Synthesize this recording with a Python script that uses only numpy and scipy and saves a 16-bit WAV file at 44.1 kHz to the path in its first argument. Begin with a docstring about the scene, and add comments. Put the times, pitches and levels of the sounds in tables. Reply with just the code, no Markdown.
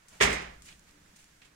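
"""A door slams once in an echoing porch, heard by two spaced microphones on a quiet snowy day.
The swinging door pushes a soft rush of air ahead of it, then meets its frame in a quick series of
impacts. These excite the panel's modes, which boom; the latch rattles once more, and reflections
from the walls ring on as reverberation. Faint rustles and ticks come and go over a low outdoor hush."""
import sys
import numpy as np
from scipy import signal
from scipy.fft import rfft, irfft
from scipy.io import wavfile

SR = 44100
rng = np.random.default_rng(int(sys.argv[2]) if len(sys.argv) > 2 else 0)


def dump_mix(stems):
    """Bounce the given channels to the path in sys.argv[1] as a 16-bit WAV at rate SR."""
    frames = np.atleast_2d(stems).T  # one column per channel
    limited = np.clip(frames, -1, 1)  # hard clip at full scale
    pcm = np.round(limited * 32767).astype(np.int16)
    wavfile.write(sys.argv[1], SR, pcm)


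N = 68355
TIME, FREQ = np.arange(N) / SR, np.fft.rfftfreq(2 * N, 1 / SR)
SLAM_S, RIGHT_LAG_S = 0.206, 0.000595  # the slam reaches the left microphone first

# Likeness of the slam, and of the hush, at the two microphones. Each row: frequency in Hz, correlation.
SLAM_CORRELATION = [(100, 1), (220, 0.81), (450, 1), (800, 0.46), (1300, 0.35), (2000, 0.15), (5000, 0.3),
                    (14000, .15)]
HUSH_CORRELATION = [(80, 0.86), (200, 0.75), (450, -0.25), (800, -0.055), (2000, 0.15), (12000, -0.061)]
# Balance of the slam, and of the hush. Each row: frequency in Hz, left minus right level in dB.
SLAM_BALANCE = [(90, -5), (200, -3.7), (450, 1), (770, 1), (1200, -2.5), (1900, -8.5), (2700, -9),
                (4200, 1.5), (6400, -6), (9500, 4), (15000, 1.5)]
HUSH_BALANCE = [(150, -1.5), (800, -0.5), (2200, -8), (5000, -2), (12000, 1)]


def clatter():
    """Impact noise: each brief contact of door, frame and latch gives a broadband, fast-dying burst."""
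    # Each row: start in seconds, level in dB, treble tilt (high for the bright latch), T60 in seconds.
    contacts = [(.2022, -26.5, -2, 0.17), (0.209, -15, -2, 0.087), (0.2148, -22, 4, 0.067),
                (0.2222, -17, 1.5, 0.077), (0.2309, -18.5, 1.5, .14), (0.303, -42, 5, .15),
                (0.326, -32.5, 3.5, 0.14), (0.417, -49.5, 3.5, 0.13)]
    # Spectrum of a contact before its tilt. Each row: frequency in Hz, relative density in dB.
    spectrum = [(20, -46), (45, -28), (120, -19.5), (290, -14.5), (420, -1), (600, -4), (800, -8.5),
                (1150, -1), (1450, -9.5), (1900, 4), (2600, -2), (3500, -5), (4300, -12), (7500, -10),
                (10000, -24.5), (15500, -40)]
    out = np.zeros((2, N))
    for start, db, tilt, t60 in contacts:
        burst = noise(spectrum, SLAM_CORRELATION, SLAM_BALANCE, tilt, RIGHT_LAG_S)
        out += amp(db) * strike(start, rise_s=0.0016, t60_s=t60) * burst
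    return out


def boom():
    """Modal vibration: each mode of the struck panel swells briefly and decays as a damped sinusoid."""
    # Each row: frequency in Hz, level in dB, T60 in seconds.
    modes = [(53.5, -33, 0.62), (61.06, -46, 1.5), (73, -38.5, 0.41), (146.7, -38.5, .5),
             (172.9, -36, 0.53), (213.6, -34.5, 0.53), (389.8, -33, 0.58), (412.5, -27, 0.36),
             (598.7, -38.5, 0.36), (714, -50, 0.24), (1175, -33, 0.53)]
    rise_cycles = 1.83
    age = np.array([TIME - SLAM_S, TIME - SLAM_S - RIGHT_LAG_S])
    return sum(amp(db) * strike(SLAM_S, rise_cycles / hz, t60) * np.sin(2 * np.pi * hz * age)
               for hz, db, t60 in modes)


def porch_echo():
    """Reverberation: wall reflections merge into a diffuse tail, each band dying at its own rate."""
    # Spectrum of the reflected sound. Each row: frequency in Hz, relative density in dB.
    spectrum = [(20, -27), (38, -4.5), (55, -9.5), (100, -4), (200, -2.5), (300, -5.5), (420, -2.5),
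                (700, -2), (1400, -4.5), (2100, 0), (3000, -9.5), (4300, -13.5), (7500, -17.5),
                (10500, -28.5), (15500, -45)]
    # Reverberation times. Each row: band centre in Hz, T60 in seconds before the added sag.
    decays = [(50, 0.97), (170, 0.91), (500, 1.12), (2000, 0.95), (4000, 1), (8000, 0.7), (14000, 0.49)]
    level_db, rise_s, sag_db_per_s2 = -23, 0.031, 115
    diffuse = noise(spectrum, SLAM_CORRELATION, SLAM_BALANCE, lag_s=RIGHT_LAG_S)
    bands = split(diffuse, [hz for hz, _ in decays])
    tails = [band * strike(SLAM_S, rise_s, t60) for band, (_, t60) in zip(bands, decays)]
    sag = amp(-sag_db_per_s2 * (TIME - SLAM_S) ** 2)  # steepens the decay of all but the lowest band
    return amp(level_db) * (tails[0] + sag * sum(tails[1:]))


def swing():
    """Flow noise: air displaced by the moving door rushes softly just before it lands."""
    # Spectrum of the rush. 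Each row: frequency in Hz, relative density in dB.
    spectrum = [(30, -4.5), (150, -3.5), (400, -1.5), (900, 0), (1600, -7), (3000, -10.5), (10000, -35.5)]
    envelope = amp(-59.5) * strike(start_s=0.093, rise_s=0.045, t60_s=0.6)
    return envelope * noise(spectrum, HUSH_CORRELATION, HUSH_BALANCE)


def rub(scrape_db):
    """Friction noise of rms 1: a high swish plus a lower scrape, scrape_db relative to the swish."""
    # Spectra of the two parts. Each row: frequency in Hz, relative density in dB.
    swish_spectrum = [(200, -34.5), (1500, -13), (4000, -7), (7000, 1.5), (9500, -3.5), (12000, -14),
                      (15500, -15)]
    scrape_spectrum = [(200, -8), (800, -8.5), (1600, -4.5), (2400, 0), (3200, -2.5), (4500, -6.5),
                       (8000, -21), (15500, -40)]
    swish = noise(swish_spectrum, HUSH_CORRELATION, balance=[(1000, 0), (10000, 1)])
    scrape = noise(scrape_spectrum, HUSH_CORRELATION, HUSH_BALANCE)
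    return evened(swish + amp(scrape_db) * scrape)


def rustles():
    """Sliding friction, as of cloth: short rubs made grainy by slight, fast amplitude modulation."""
    # Each row: start, rise and T60 in seconds, level in dB, scrape relative to swish in dB.
    strokes = [(0.0826, 0.0013, 0.21, -55.5, -16), (0.099, 0.035, 0.91, -58.5, -1),
               (0.6202, .001, 0.12, -54, -9), (0.633, 0.028, 0.47, -53, -6.5), (.665, 0.023, 0.22, -51, 12),
               (.705, 0.014, 0.14, -57, 14), (.86, 0.033, 0.1, -61, 3), (1.156, 0.0085, 0.083, -54, -5.5),
               (1.179, 0.013, 0.43, -57.5, -2.5), (1.415, 0.0046, 0.2, -55, 12),
               (1.444, 0.01, 0.14, -57.5, 4)]
    grain_db = 0.5
    rubs = sum(amp(db) * strike(start, rise, t60) * rub(scrape_db)
               for start, rise, t60, db, scrape_db in strokes)
    return rubs * amp(grain_db * waver(seconds=0.0018))


def ticks():
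    """Transients: bursts of friction noise so short that each is heard as a sharp tick."""
    # Each row: start in seconds, level in dB, scrape relative to swish in dB, left minus right in dB.
    events = [(0.084, -50, -15.5, 4), (0.621, -49, -8.5, 0), (0.688, -47, 8, -4), (.7268, -48.5, 15, 0),
              (0.7942, -52, -12, -7), (.91, -57, -19, 4), (1.242, -51.5, -5, -1), (1.418, -58, 6, 14)]
    out = np.zeros((2, N))
    for start, db, scrape_db, pan_db in events:
        gains = amp([[db + pan_db / 2], [db - pan_db / 2]])
        out += gains * strike(start, rise_s=0.00026, t60_s=0.015) * rub(scrape_db)
    return out


def hush():
    """Ambient noise: outdoor air whose bands drift slowly in level, with a low rumble and a faint hum."""
    # Spectrum of the hush. Each row: frequency in Hz, relative density in dB.
    spectrum = [(20, 1), (60, -2.5), (105, -6.5), (170, -2), (260, -9), (450, -11.5), (800, -14),
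                (1200, -13.5), (1600, -10.5), (2500, -16.5), (4000, -19), (7000, -17.5), (11000, -26),
                (15500, -31)]
    # Swell of the two lowest bands. Each row: time in seconds, gain in dB.
    rumble_gains = [(0, -5), (.12, 0), (.6, 6), (.8, 2), (1.1, 2), (1.3, 0.5), (1.55, 2.5)]
    # The hum comes and goes. Each row: time in seconds, level in dB.
    hum_levels = [(0, -87), (.88, -84.5), (.96, -62.5), (1.04, -73), (1.3, -83.5), (1.42, -74.5),
                  (1.55, -76.5)]
    air_db, drift_db = -61.5, 1.13
    hum_hz, hum_waver_rad = 297, 0.4
    air = noise(spectrum, HUSH_CORRELATION, HUSH_BALANCE)
    bands = [band * amp(drift_db * waver(seconds=0.3)) for band in split(air, [60, 250, 800, 6000])]
    rumble = sum(bands[:2]) * amp(np.interp(TIME, *np.transpose(rumble_gains)))
    hum_phase = 2 * np.pi * hum_hz * TIME + hum_waver_rad * waver(seconds=0.08)
    hum = amp(np.interp(TIME, *np.transpose(hum_levels))) * np.sin(hum_phase)
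    return amp(air_db) * (rumble + sum(bands[2:])) + hum


def amp(db):
    """Decibel law: 20 dB is a factor of ten in amplitude."""
    return 10 ** (np.asarray(db) / 20)


def evened(x):
    """Normalisation to rms 1."""
    return x / np.sqrt(np.mean(x ** 2) + 1e-20)


def curve(points):
    """Interpolation of (Hz, value) points over the spectrum, on a logarithmic frequency axis."""
    hz, value = np.transpose(points)
    return np.interp(np.log(FREQ + 1), np.log(hz + 1), value)


def noise(spectrum, correlation, balance, tilt=0, lag_s=0):
    """Partial coherence: stereo noise of rms 1 whose shared part arrives lag_s later on the right."""
    shared, independent = rfft(rng.standard_normal((2, 2 * N)))
    likeness, lean_db = np.clip(curve(correlation), -1, 1), curve(balance) / 2
    delay = np.exp(-2j * np.pi * FREQ * lag_s)
    right = likeness * shared * delay + np.sqrt(1 - likeness ** 2) * independent
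    pair = np.array([shared * amp(lean_db), right * amp(-lean_db)])
    pivot_hz = 1980
    tilt_db = 2 * tilt * np.log2(1 + FREQ / pivot_hz)  # 2 dB an octave per unit, well above the pivot
    return evened(irfft(pair * amp(curve(spectrum) + tilt_db))[:, :N])


def split(x, centres_hz):
    """Complementary filters: overlapping bands that sum back to the sound."""
    spectrum = rfft(x, 2 * N)
    return [irfft(spectrum * curve(list(zip(centres_hz, weights))), 2 * N)[:, :N]
            for weights in np.eye(len(centres_hz))]


def strike(start_s, rise_s, t60_s):
    """Exponential damping: an envelope that rises linearly, then falls 60 dB in t60_s."""
    age = TIME - start_s
    return np.clip(age / rise_s, 0, 1) * np.exp(-np.log(1000) * np.maximum(age - rise_s, 0) / t60_s)


def waver(seconds):
    """Random modulation: low-passed noise of rms 1 that changes over the given time."""
    low_pass = np.exp(-(FREQ * seconds) ** 2)
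    return evened(irfft(rfft(rng.standard_normal(2 * N)) * low_pass)[:N])


def scene():
    """Superposition: the swing, the slam and its echo add to the rustles, ticks and hush."""
    return swing() + clatter() + boom() + porch_echo() + rustles() + ticks() + hush()


def record(dry):
    """Mid-side filtering folds the bass to mono, and a low-pass filter limits the band."""
    mono_below_hz, cutoff_hz = 280, 15850
    mid, side = dry.mean(0), (dry[0] - dry[1]) / 2
    high_pass = FREQ ** 2 / np.hypot(FREQ ** 2, mono_below_hz ** 2)
    side = irfft(rfft(side, 2 * N) * high_pass)[:N]
    low_pass = signal.firwin(1501, cutoff_hz, window=("kaiser", 9), fs=SR)
    return signal.oaconvolve(np.array([mid + side, mid - side]), low_pass[None], "same")


dry = scene()
out = record(dry)
dump_mix(out)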